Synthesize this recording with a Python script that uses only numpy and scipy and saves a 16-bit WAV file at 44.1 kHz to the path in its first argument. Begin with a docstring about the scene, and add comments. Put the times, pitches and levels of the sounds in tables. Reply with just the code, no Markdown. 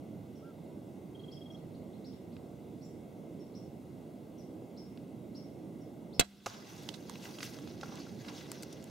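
"""Quiet woods: a low rumble of shaped noise throughout; birds chip as gliding tones from the start, with far calls,
and at 1.1 s a cricket trills in short pulses. Sparse twig snaps are short band-limited puffs of noise.
At 6.2 s a crossbow is loosed close by: noise cracks over decaying modes and a hum. The bolt hisses in flight,
then knocks on a hollow body at 6.46 s; a deer bolts away through crackling leaves, its hooves ringing dead wood.
Gain control drops the level after the loud sounds, holds it down and lets it creep back."""
import sys
import numpy as np
from scipy import signal
from scipy.fft import rfft, irfft
from scipy.io import wavfile
from scipy.ndimage import uniform_filter1d, minimum_filter1d

SR = 44100
rng = np.random.default_rng(int(sys.argv[2]) if len(sys.argv) > 2 else 0)


def amp(db):
    return 10 ** (np.asarray(db, float) / 20)


def bounce(signal):
    """Save signal as a 16-bit WAV file at the path given by the first command-line argument."""
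    frames = np.transpose(np.atleast_2d(signal))
    limited = np.clip(frames, -1, 1)
    pcm = np.round(limited * 32767).astype(np.int16)
    wavfile.write(sys.argv[1], SR, pcm)


N = 392479  # samples


def read(points, hz):
    """Interpolation of a spectrum, linear on a log-frequency axis."""
    f, value = np.transpose(points)
    return np.interp(np.log(hz + 1), np.log(f + 1), value)


def evened(x):
    """Normalization to unit rms."""
    return x / np.sqrt(np.mean(x ** 2) + 1e-20)


def add(mix, start_s, sound, lean_db=0):
    """Superposition at a start time, with a left-right level difference."""
    part = mix[:, round(start_s * SR):][:, :sound.shape[-1]]
    part += sound[..., :part.shape[1]] * amp(np.array([[lean_db / 2], [-lean_db / 2]]))


def coloured(x, db_of):
    """Minimum-phase filtering: the cepstrum of the gain db_of(hz) yields a causal response."""
    gain_db = np.maximum(db_of(abs(np.fft.fftfreq(4096, 1 / SR))), -100)
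    log_gain = np.log(amp(gain_db))
    taps = np.fft.ifft(np.exp(np.conj(signal.hilbert(log_gain)))).real[:2048]
    return signal.oaconvolve(np.atleast_2d(x), taps[None], axes=1)


def pair(count, same):
    """Partial coherence: two noises that share the correlation `same`."""
    a, b = rng.standard_normal((2, count))
    return np.array([a, same * a + np.sqrt(1 - same ** 2) * b])


def burst(t60_s, same, rise_s):
    """Exponential decay of a noise puff after a linear rise."""
    t = np.arange(round(1.4 * t60_s * SR)) / SR
    return pair(len(t), same) * amp(-60 * t / t60_s) * np.minimum(t / rise_s, 1)


def tone(hz, edge):
    """Phase as the integral of frequency: a sine on a pitch curve with tapered ends."""
    return np.sqrt(2) * np.sin(2 * np.pi * np.cumsum(hz) / SR) * signal.windows.tukey(len(hz), edge)


def modes(table, t):
    """Modal superposition: decaying sines from rows of pitch, level and decay time."""
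    return sum(amp(db - 60 * t / t60_s) * np.sin(2 * np.pi * hz * t) for hz, db, t60_s in table)


def woods(x, t60_s, start_s):
    """Multiple scattering from trunks: sparse echoes of random sign that die away."""
    at = np.arange(round(start_s * SR), SR // 2, 40)
    at = at + rng.integers(0, 40, (2, len(at)))
    taps = np.zeros((2, SR // 2 + 40))
    np.put_along_axis(taps, at, rng.standard_normal(at.shape) * amp(-60 * at / SR / t60_s), 1)
    return signal.oaconvolve(x, taps / np.linalg.norm(taps[0]), axes=1)[:, :N]


def patchy(x, frame, depth_db, size):
    """Spectro-temporal modulation: random patches of size (bins, frames) rise and sink."""
    overlap = frame * 3 // 4
    z = signal.stft(x, nperseg=frame, noverlap=overlap)[2]
    field = uniform_filter1d(rng.standard_normal(z.shape[1:]), size=size[0], axis=0)
    field = evened(uniform_filter1d(field, size=size[1], axis=1))
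    return signal.istft(z * amp(depth_db * field), nperseg=frame, noverlap=overlap)[1][:, :N]


# Likeness of far sound at the two microphone ports: [pitch_hz, correlation (no unit)]
PORT_LIKENESS = [(60, 0.63), (130, 0.97), (290, 0.91), (640, 0.74), (1410, 0.11), (3100, 0.89),
                 (6820, 0.81), (15000, 0.3)]
# Level difference of the ports: [pitch_hz, left_minus_right_db]
PORT_LEAN = [(60, -5.5), (180, -4), (550, -2.5), (1650, 1), (4970, 0), (15000, 1)]
# Phase difference of the ports: [pitch_hz, left_lead_rad]
PORT_LEAD = [(0, 0.026), (520, 0.11), (2330, 0.14), (3190, 0.0), (15300, 0.012), (16300, 0.038)]


def ports(x):
    """Diffuse-field coherence: two unrelated signals become partly alike at the ports."""
    hz = np.fft.rfftfreq(N, 1 / SR)
    a, b = rfft(x[:, :N])
    same = np.clip(read(PORT_LIKENESS, hz), -1, 1)
    half = amp(read(PORT_LEAN, hz) / 2) * np.exp(.5j * read(PORT_LEAD, hz))
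    return irfft(np.array([a * half, (same * a + np.sqrt(1 - same ** 2) * b) / half]), N)


# Spectrum of the background rumble: [pitch_hz, gain_db]
AIR_COLOUR = [(30, -34), (90, -7), (165, 0.5), (318, -0.5), (436, -7), (647, -11.5), (1060, -26.5),
              (1750, -35), (2160, -28.5), (2400, -34.5), (3290, -35), (4630, -41), (15500, -43.5)]


def air():
    """Stationary random noise: a low diffuse rumble with faint drifting patches."""
    noise = patchy(rng.standard_normal((2, N)), 2048, .9, size=(16, 12))
    hz = np.fft.rfftfreq(N, 1 / SR)
    rumble = irfft(rfft(noise) * amp(read(AIR_COLOUR, hz)), N)
    return amp(-47) * evened(ports(rumble))


# The cricket's note: [level_db, pitch_hz, climb_hz_per_s, swell_db_per_s]
TRILL_NOTE = -58.5, 3222, 150, 4
# The cricket's timing: [start_s, pulse_gap_s]
TRILL_TIMING = 1.1465, .0441


def cricket(count=10):
    """Pulsed pure tone: varied pulses drop onto a note that creeps up in pitch and level."""
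    out = np.zeros((2, N))
    start_s, gap_s = TRILL_TIMING
    level_db, pitch_hz, climb, swell = TRILL_NOTE
    grace_hz, grace_s = 260, .0013  # each pulse starts about this far above its note
    for s, (a, b, c, d) in zip(gap_s * np.arange(count), rng.standard_normal((count, 4))):
        t = np.arange(0, .018 * (1 + .12 * np.tanh(c)), 1 / SR)
        drop = grace_hz * (1 + .5 * np.tanh(d)) * np.exp(-t / grace_s)
        glide = pitch_hz + climb * s + 8 * a + drop
        add(out, start_s + s, amp(level_db + swell * s + .5 * b) * tone(glide, 0.49), 1.5)
    return out + amp(-8) * woods(out, 0.31, 0.012)


# Bird chips, levels before the trees: [start_s, level_db, top_hz, last_hz, upsweep_re_top_db]
CHIPS = [(0.337, -71, 5700, 5130, -20), (1.304, -60.5, 5540, 4770, -8), (1.497, -70.5, 5770, 5100, -20),
         (2.04, -62.5, 5580, 4770, -3.5), (2.806, -64.5, 5730, 5160, -6), (3.383, -68.5, 5590, 5130, -25),
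         (3.537, -61.5, 5780, 5230, -9), (4.364, -65, 5900, 4820, -25), (4.76, -58.5, 5580, 5050, -8.5),
         (5.341, -57.5, 5590, 5200, -6.5), (5.793, -71.5, 5770, 5100, -20), (6.125, -59.5, 5400, 5100, -5)]
# Bare upsweeps, levels before the trees: [start_s, level_db, first_hz, last_hz]
FLICKS = [(1.19, -71, 3300, 4800), (1.56, -72, 3480, 4800), (1.739, -69, 3470, 5000),
          (1.925, -70, 2750, 4600), (2.121, -69, 2600, 4400), (2.315, -70, 2860, 5430),
          (2.845, -67, 6800, 7870)]
# Far calls with an arched pitch: [start_s, length_s, level_db, edge_hz, crest_hz]
HOOTS = [(0.418, 0.11, -64.5, 1260, 1377), (0.439, 0.1, -77, 1520, 1610), (0.68, 0.083, -70, 950, 976)]


def birds():
    """Frequency modulation: hoarse chips climb and slide down among echoes; far calls arch."""
    out, far = np.zeros((2, 2, N))
    chip_s, climb_s, sweep_s = .05, .024, .018
    t = np.arange(0, chip_s, 1 / SR)
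    flutter = evened(uniform_filter1d(rng.standard_normal((len(CHIPS), SR // 10)), size=60, axis=1))
    for (s, db, top_hz, last_hz, sweep_db), shake in zip(CHIPS, flutter):
        # the climb starts at 0.58 of the top pitch
        hz = top_hz * (1 - (1 - .58) * np.clip(1 - t / climb_s, 0, 1) ** 1.4)
        slide = np.sin(np.pi / 2 * np.clip((t - climb_s) / (chip_s - climb_s), 0, 1)) ** 2.5
        hz = hz - (top_hz - last_hz) * slide
        swell_db = sweep_db * np.clip(2 - 2 * t / sweep_s, 0, 1)
        hoarse = 1 + (0.22 + .6 * np.exp(-t / sweep_s)) * shake[:len(t)]
        add(out, s, amp(db + swell_db - 5.5 * slide) * hoarse * tone(hz, 0.25))
    for s, db, first_hz, last_hz in FLICKS:
        add(out, s, amp(db) * tone(np.linspace(first_hz, last_hz, round(.021 * SR)), 0.49))
    for s, length_s, db, edge_hz, crest_hz in HOOTS:
        u = np.linspace(-1, 1, round(length_s * SR))
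        add(far, s, amp(db) * tone(crest_hz - (crest_hz - edge_hz) * u ** 2, 0.34))
    near_echo = amp(-3.5) * woods(out, .14, .003)
    late_echo = amp(-1) * woods(out, 0.45, .015)
    return amp(-2.5) * out + near_echo + late_echo + far


# Modes of a fallen branch: [pitch_hz, level_db, t60_s]
LOG_MODES = [(604, -2, 0.019), (800, 2, 0.019), (1090, -4, 0.023), (1380, -1, 0.031), (1520, -8, .025)]
# Hooves on dead wood: [start_s, level_db]
LOG_HITS = [(7.8314, -32.5), (7.8915, -48), (8.066, -47)]


def hooves():
    """Impact excitation of modes: a hoof rings a fallen branch."""
    out, t = np.zeros((2, N)), np.arange(SR // 10) / SR
    ring = modes(LOG_MODES, t) * np.minimum(t / 0.00083, 1)
    for s, db in LOG_HITS:
        add(out, s, amp(db) * ring)
    return out + amp(-15.0) * woods(out, .1, 0.00327)


def snap_band_db(hz, mid_hz, a, b):
    """Band-pass resonance: skirts, a peak and chance bumps over octaves from the middle."""
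    span = 1.55  # the band edges lie this factor from the middle
    ratio = (hz + 1) / mid_hz
    octaves = np.log2(ratio)
    skirts = -10 * np.log10((1 + (ratio * span) ** -1.1) * (1 + (ratio / span) ** 7))
    bumps = np.sin(2 * np.pi * ((1 + a) * octaves + b))
    return skirts + 5 * np.exp(-(octaves / .35) ** 2) + 1.5 * bumps


# Twigs and hooves: [start_s, peak_db, middle_hz, left_minus_right_db, t60_s]
SNAPS = [(2.366, -46, 2300, -3, 0.016), (4.974, -46.5, 2600, -2, 0.012), (6.8887, -27, 3800, -11, 0.017),
         (6.94, -37.5, 4000, -13, 0.05), (7.096, -32.5, 5800, -5, 0.0083), (7.0965, -40.5, 1050, -14, .018),
         (7.155, -38.5, 2600, 0, 0.021), (7.253, -38, 2300, -1, 0.05), (7.3857, -35.5, 2900, -3, 0.023),
         (7.405, -33.5, 2600, -2, .023), (7.4281, -29, 2110, -3, 0.019), (7.4294, -30.5, 5040, -1, .025),
         (7.587, -39, 2740, -1, .01), (7.674, -41.5, 3020, -2, 0.03), (7.811, -38, 3380, -2, 0.022),
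         (7.833, -38, 3280, -2, .02), (7.955, -42, 5300, -3, .015), (7.973, -40.5, 3160, 0, 0.016),
         (8.247, -42, 2200, 0, 0.025), (8.2833, -36, 2690, -2, 0.04), (8.5168, -24, 6700, 2.5, 0.01),
         (8.5176, -42, 800, 3, .018), (8.6243, -39, 7000, 8, 0.018), (8.631, -37, 8950, 1, 0.017),
         (8.6317, -33.5, 4870, 0, 0.02), (8.727, -41.5, 5960, 4, 0.027), (8.825, -47, 4600, -5, 0.023),
         (8.841, -42.5, 7800, -5, .0069)]


def snaps():
    """Transient fracture: each twig or hoof is a short noise puff in its own band."""
    out = np.zeros((2, N))
    for (s, db, mid_hz, lean_db, t60_s), (a, b) in zip(SNAPS, rng.random((len(SNAPS), 2))):
        snap = coloured(burst(t60_s, .92, .0005), lambda hz: snap_band_db(hz, mid_hz, a, b))
        add(out, s, amp(db) * snap / abs(snap).max(), lean_db)
    return out + amp(-16.0) * woods(out, 0.15, 0.0044)


# Edges of the bands in which leaves of each size crackle: [edge_hz]
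GRAIN_EDGES = 200, 1500, 2600, 4200, 6500, 10000, 17000


def crackle():
    """Random impulse process: each size of leaf has uneven, clumped grains in its own band."""
    out, both = np.zeros((2, N)), evened(uniform_filter1d(rng.standard_normal(N), size=600))
    for low_hz, high_hz in zip(GRAIN_EDGES, GRAIN_EDGES[1:]):
        clumps = evened(uniform_filter1d(rng.standard_normal(N), size=500))
        uneven = np.minimum(rng.exponential(1, (2, N)), 4.3)
        size = amp(3.6 * uneven + 1.2 * both + 1.5 * clumps)
        struck = rng.random((2, N)) < 5000 / SR  # about 5000 grains a second
        grains = evened(size * rng.standard_normal((2, N)) * struck)
        band = signal.butter(2, [low_hz, high_hz], "bandpass", fs=SR, output="sos")
        out += signal.sosfilt(band, grains)
    return out


# Usual spectrum of the leaves: [pitch_hz, gain_db]
LEAF_COLOUR = [(470, -34), (800, 1.5), (1180, -4.5), (1550, -4.5), (2130, -7.5), (6300, -9), (7930, -22),
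               (15600, -24)]
# Bed of rustling leaves, brighter until 7.5 s, then duller: [time_s, level_db, treble_re_usual_db]
RUSTLE = [(6.462, -38.5, 2), (6.56, -50.5, -1), (6.62, -53, 2.5), (6.85, -54.5, 4.5), (7.03, -59.5, 5),
          (7.5, -55, 5), (7.78, -60.5, 0.5), (8.0, -65, -0.5), (8.18, -80, 0), (8.45, -58, 0.5),
          (8.66, -64, -1), (8.9, -61.5, 1)]
# Strides through the leaves: [crest_s, level_db, fade_s, low_crunch_re_usual_db]
STRIDES = [(6.49, -47, 0.021, -32.5), (6.69, -51, 0.051, -5), (7.12, -58, 0.057, -12),
           (7.261, -50, 0.033, -4), (7.451, -45, 0.018, -23), (7.55, -56.5, 0.033, -8),
           (7.7, -58, 0.061, -14), (7.86, -53.5, 0.13, -3), (7.94, -58.5, 0.023, 12),
           (8.0, -54, 0.072, -16), (8.215, -56, 0.053, -9), (8.3, -52, 0.053, 0), (8.38, -50.5, 0.057, -20),
           (8.55, -55.5, 0.044, -9), (8.71, -57.5, 0.04, -5)]


def leaves():
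    """Addition of incoherent powers: a crackling bed, and strides that swell and fade."""
    s, db, bright_db = np.transpose(RUSTLE)
    t = np.arange(N) / SR
    grains = crackle()
    grains = patchy(grains + amp(-4.0) * woods(grains, 0.28, 0.000989), 256, 1.65, size=(5, 18))
    hz = np.fft.rfftfreq(N, 1 / SR)
    body = rfft(evened(coloured(grains, lambda f: read(LEAF_COLOUR, f))[:, :N]))
    low, high = 1 / (1 + (hz / 1500) ** 6), 1 - 1 / (1 + (hz / 7600) ** 8)
    power = amp(2 * np.interp(t, s, db, left=-200))  # doubled dB makes amp() a power
    crunch = power * amp(2 * -2.5)
    for crest_s, stride_db, fade_s, crunch_db in STRIDES:
        fall = np.where(t < crest_s, ((t - crest_s) / .029) ** 2, (t - crest_s) / fade_s)
        shape = (t > s[0]) * np.exp(-fall)
        power = power + amp(2 * stride_db) * shape
        crunch = crunch + amp(2 * (stride_db + crunch_db)) * shape
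    middle = irfft(body * (1 - low - high), N)
    treble = irfft(body * high, N) * amp(np.interp(t, s, bright_db))
    return ports((middle + treble) * np.sqrt(power) + irfft(body * low, N) * np.sqrt(crunch))


# The bolt is in the air: [from_s, to_s]
FLIGHT_TIME = 6.25, 6.46
# Spectrum of its hiss: [pitch_hz, gain_db]
FLIGHT_COLOUR = [(500, -11), (1000, -12), (1380, -8), (2330, -7), (3290, -4.5), (6500, -13), (8500, -18),
                 (15500, -21)]


def flight():
    """Broadband flow noise: a hiss swells, then holds while the bolt flies."""
    t = np.arange(N) / SR
    from_s, to_s = FLIGHT_TIME
    hiss = evened(coloured(pair(N, .75), lambda hz: read(FLIGHT_COLOUR, hz))[:, :N])
    hiss = patchy(hiss, 256, 2.0, size=(6, 20))
    return amp(-50.5) * hiss * np.clip((t - from_s) / .042, 0, 1) * (t < to_s)


# The bolt strikes: [start_s, level_db, t60_s, body_ring_db]
KNOCK = [(6.4603, -4.5, 0.026, -12), (6.4632, -4, 0.017, -1), (6.4662, -9.5, 0.019, 3),
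         (6.4735, -17.5, 0.059, -13)]
# Spectrum of the blow: [pitch_hz, gain_db]
KNOCK_COLOUR = [(500, -6.5), (1090, -3), (1410, -4), (1820, -12.5), (2900, -11), (4800, -16), (6200, -10),
                (7500, -16.5), (9000, -31), (11000, -27), (16000, -37)]
# Modes of the struck body: [pitch_hz, level_db, t60_s]
HOLLOW = [(107.3, -34.5, 0.14), (402, -31, 0.033), (536, -20, 0.027), (730, -13.5, 0.012), (1210, -28, .04)]


def knock():
    """Impact on a cavity: dull far blows ring a hollow body, with scatter from the trees."""
    out, t = np.zeros((2, N)), np.arange(SR // 10) / SR
    hollow = modes(HOLLOW, t) * np.minimum(t / 0.00087, 1)
    for s, db, t60_s, ring_db in KNOCK:
        blow = coloured(burst(t60_s, 0.99, 0.00042), lambda hz: read(KNOCK_COLOUR, hz))
        add(out, s, amp(db) * blow, -2.5)
        add(out, s, amp(ring_db) * hollow, -2.5)
    return out + amp(-18.0) * woods(out, 0.99, 0.028)


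# String release, then limb slaps; cracks play 6 dB above level_db:
# [start_s, level_db, t60_s, treble_tilt_db_per_octave, bow_ring_db]
SHOT = [(6.195, -14, 0.03, 4, -25), (6.198, -3.5, 0.025, 1, -21), (6.2006, -8, .035, 3.5, -30),
        (6.207, 1, 0.025, -7.5, -21), (6.2093, -3.5, .022, -3, -14), (6.214, 1, 0.04, -12, -26),
        (6.223, -7, .07, -15, -33), (6.245, -33, 0.11, -1, -50)]
# Spectrum of a crack before its tilt: [pitch_hz, gain_db]
SHOT_COLOUR = [(250, -10.5), (700, -8.5), (1250, -8.5), (3400, -5.5), (4570, -7.5), (6650, -10), (8100, -7),
               (9000, -16), (11600, -21.5), (14100, -18.5), (15700, -26)]
# Modes of the bow: [pitch_hz, level_db, t60_s]
BOW = [(706, -7, 0.066), (1370, -7, .035), (2140, -2, 0.027), (2610, 3, .022), (2960, -8, 0.021),
       (3300, 0.5, 0.036), (3960, 0, 0.041), (4300, -6, .025), (6520, -9, .02), (8300, -3, .01)]
# Level difference of the cracks and ring: [pitch_hz, left_minus_right_db]
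SHOT_LEAN = [(60, 7), (180, -7), (550, -2), (1650, -9), (4970, -4), (15000, 3)]
# The stock jolts at release and as the limbs stop: [start_s, pitch_hz, level_db, t60_s]
THUMP = [(6.196, 104, -10.5, 0.059), (6.195, 250, -30, 0.033), (6.195, 423, -17.5, 0.033),
         (6.195, 530, -12, 0.023), (6.208, 155, -24, 0.036), (6.207, 260, -14.5, 0.038)]
# Hum after the shot: [pitch_hz, level_db, t60_s, throbs_per_s, throb_depth (no unit)]
HUM = [(200, -36.5, 1.0, 9, .12), (70, -54, 1.3, 14.8, .95), (720, -57, 1.0, 6, .3)]


def crossbow():
    """Release of stored elastic energy: slaps crack and ring the bow, stock thumps, all hums on."""
    out, t = np.zeros((2, N)), np.arange(SR // 2) / SR
    ring_t = t[:SR // 10]
    for s, db, t60_s, tilt_db, ring_db in SHOT:
        puff = burst(t60_s, 0.21, 0.00047)
        crack = coloured(puff, lambda hz: read(SHOT_COLOUR, hz) + tilt_db * np.log2(hz / 2500 + 1))
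        add(out, s, amp(db + 6) * crack)
        for (hz, mode_db, mode_t60_s), (a, b) in zip(BOW, rng.random((len(BOW), 2))):
            turns = hz * ring_t + a + np.array([[0], [.4 * b]])  # chance phase, differing by port
            add(out, s, amp(ring_db + mode_db - 60 * ring_t / mode_t60_s) * np.sin(2 * np.pi * turns))
    left = coloured(out[0], lambda hz: read(SHOT_LEAN, hz) / 2)
    right = coloured(out[1], lambda hz: -read(SHOT_LEAN, hz) / 2)
    out = np.vstack([left, right])[:, :N]
    out = out + amp(-30.0) * woods(out, 0.19, 0.033)
    port_t = t - np.array([[0], [.0027]])  # the right port feels the jolt later
    for s, hz, db, t60_s in THUMP:
        swing = np.sin(2 * np.pi * hz * port_t) * np.minimum(t / 0.0011, 1)
        add(out, s, -amp(db - 60 * t / t60_s) * swing, -3)
    for hz, db, t60_s, rate, depth in HUM:
        throb = 1 + depth * np.cos(2 * np.pi * rate * (t - .012))
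        add(out, SHOT[0][0], amp(db - 60 * t / t60_s) * throb * tone(hz + 0 * t, 0.29))
    return out


def scene():
    """Linear superposition of all sources at the microphone."""
    background = air() + cricket() + birds()
    deer = hooves() + snaps() + leaves()
    return background + deer + flight() + knock() + crossbow()


def top_cut(x):
    """Nothing passes above the cut-off."""
    return signal.sosfilt(signal.butter(12, 16680, fs=SR, output="sos"), x)


# Dips of the microphone housing: [middle_hz, width_hz, depth_db]
DIPS = [(1790, 80, -9.5), (2356, 163, -5), (3063, 52, -17)]


def record(dry):
    """Dynamic range compression after housing dips and a band limit at 15850 Hz, then a soft ceiling."""
    def response_db(hz):
        """Linear filtering: narrow housing dips, and a band limit 32 dB deep above 15850 Hz."""
        dips = sum(db * np.exp(-((hz - f) / w) ** 2) for f, w, db in DIPS)
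        return dips - 32 * (1 + np.tanh((hz - 15850) / 40)) / 2

    x = coloured(dry, response_db)[:, :N]
    power_db = 10 * np.log10(signal.lfilter([.004], [1, -.996], (x ** 2).mean(0)) + 1e-12)
    over_db = np.maximum(power_db + 28.5, 1e-3)  # excess over a threshold of -28.5 dB
    hold = 2 * round(.11 * SR) + 1  # samples
    held_db = -minimum_filter1d(-over_db, size=hold, origin=hold // 2)  # highest of the past 0.22 s
    fall = np.arange(N) / (.14 * SR)  # the excess dies away with a time constant of 0.14 s
    kept_db = np.exp(np.maximum.accumulate(np.log(held_db) + fall) - fall)
    keep = np.exp(-1 / (0.0023 * SR))  # 2.3 ms attack
    cut_db = signal.lfilter([1 - keep], [1, -keep], 0.83 * kept_db)
    ceiling = .5  # peaks round off below this
    finished = ceiling * np.tanh(x / amp(cut_db) / ceiling)
    return top_cut(finished)


dry = scene()
out = record(dry)
bounce(out)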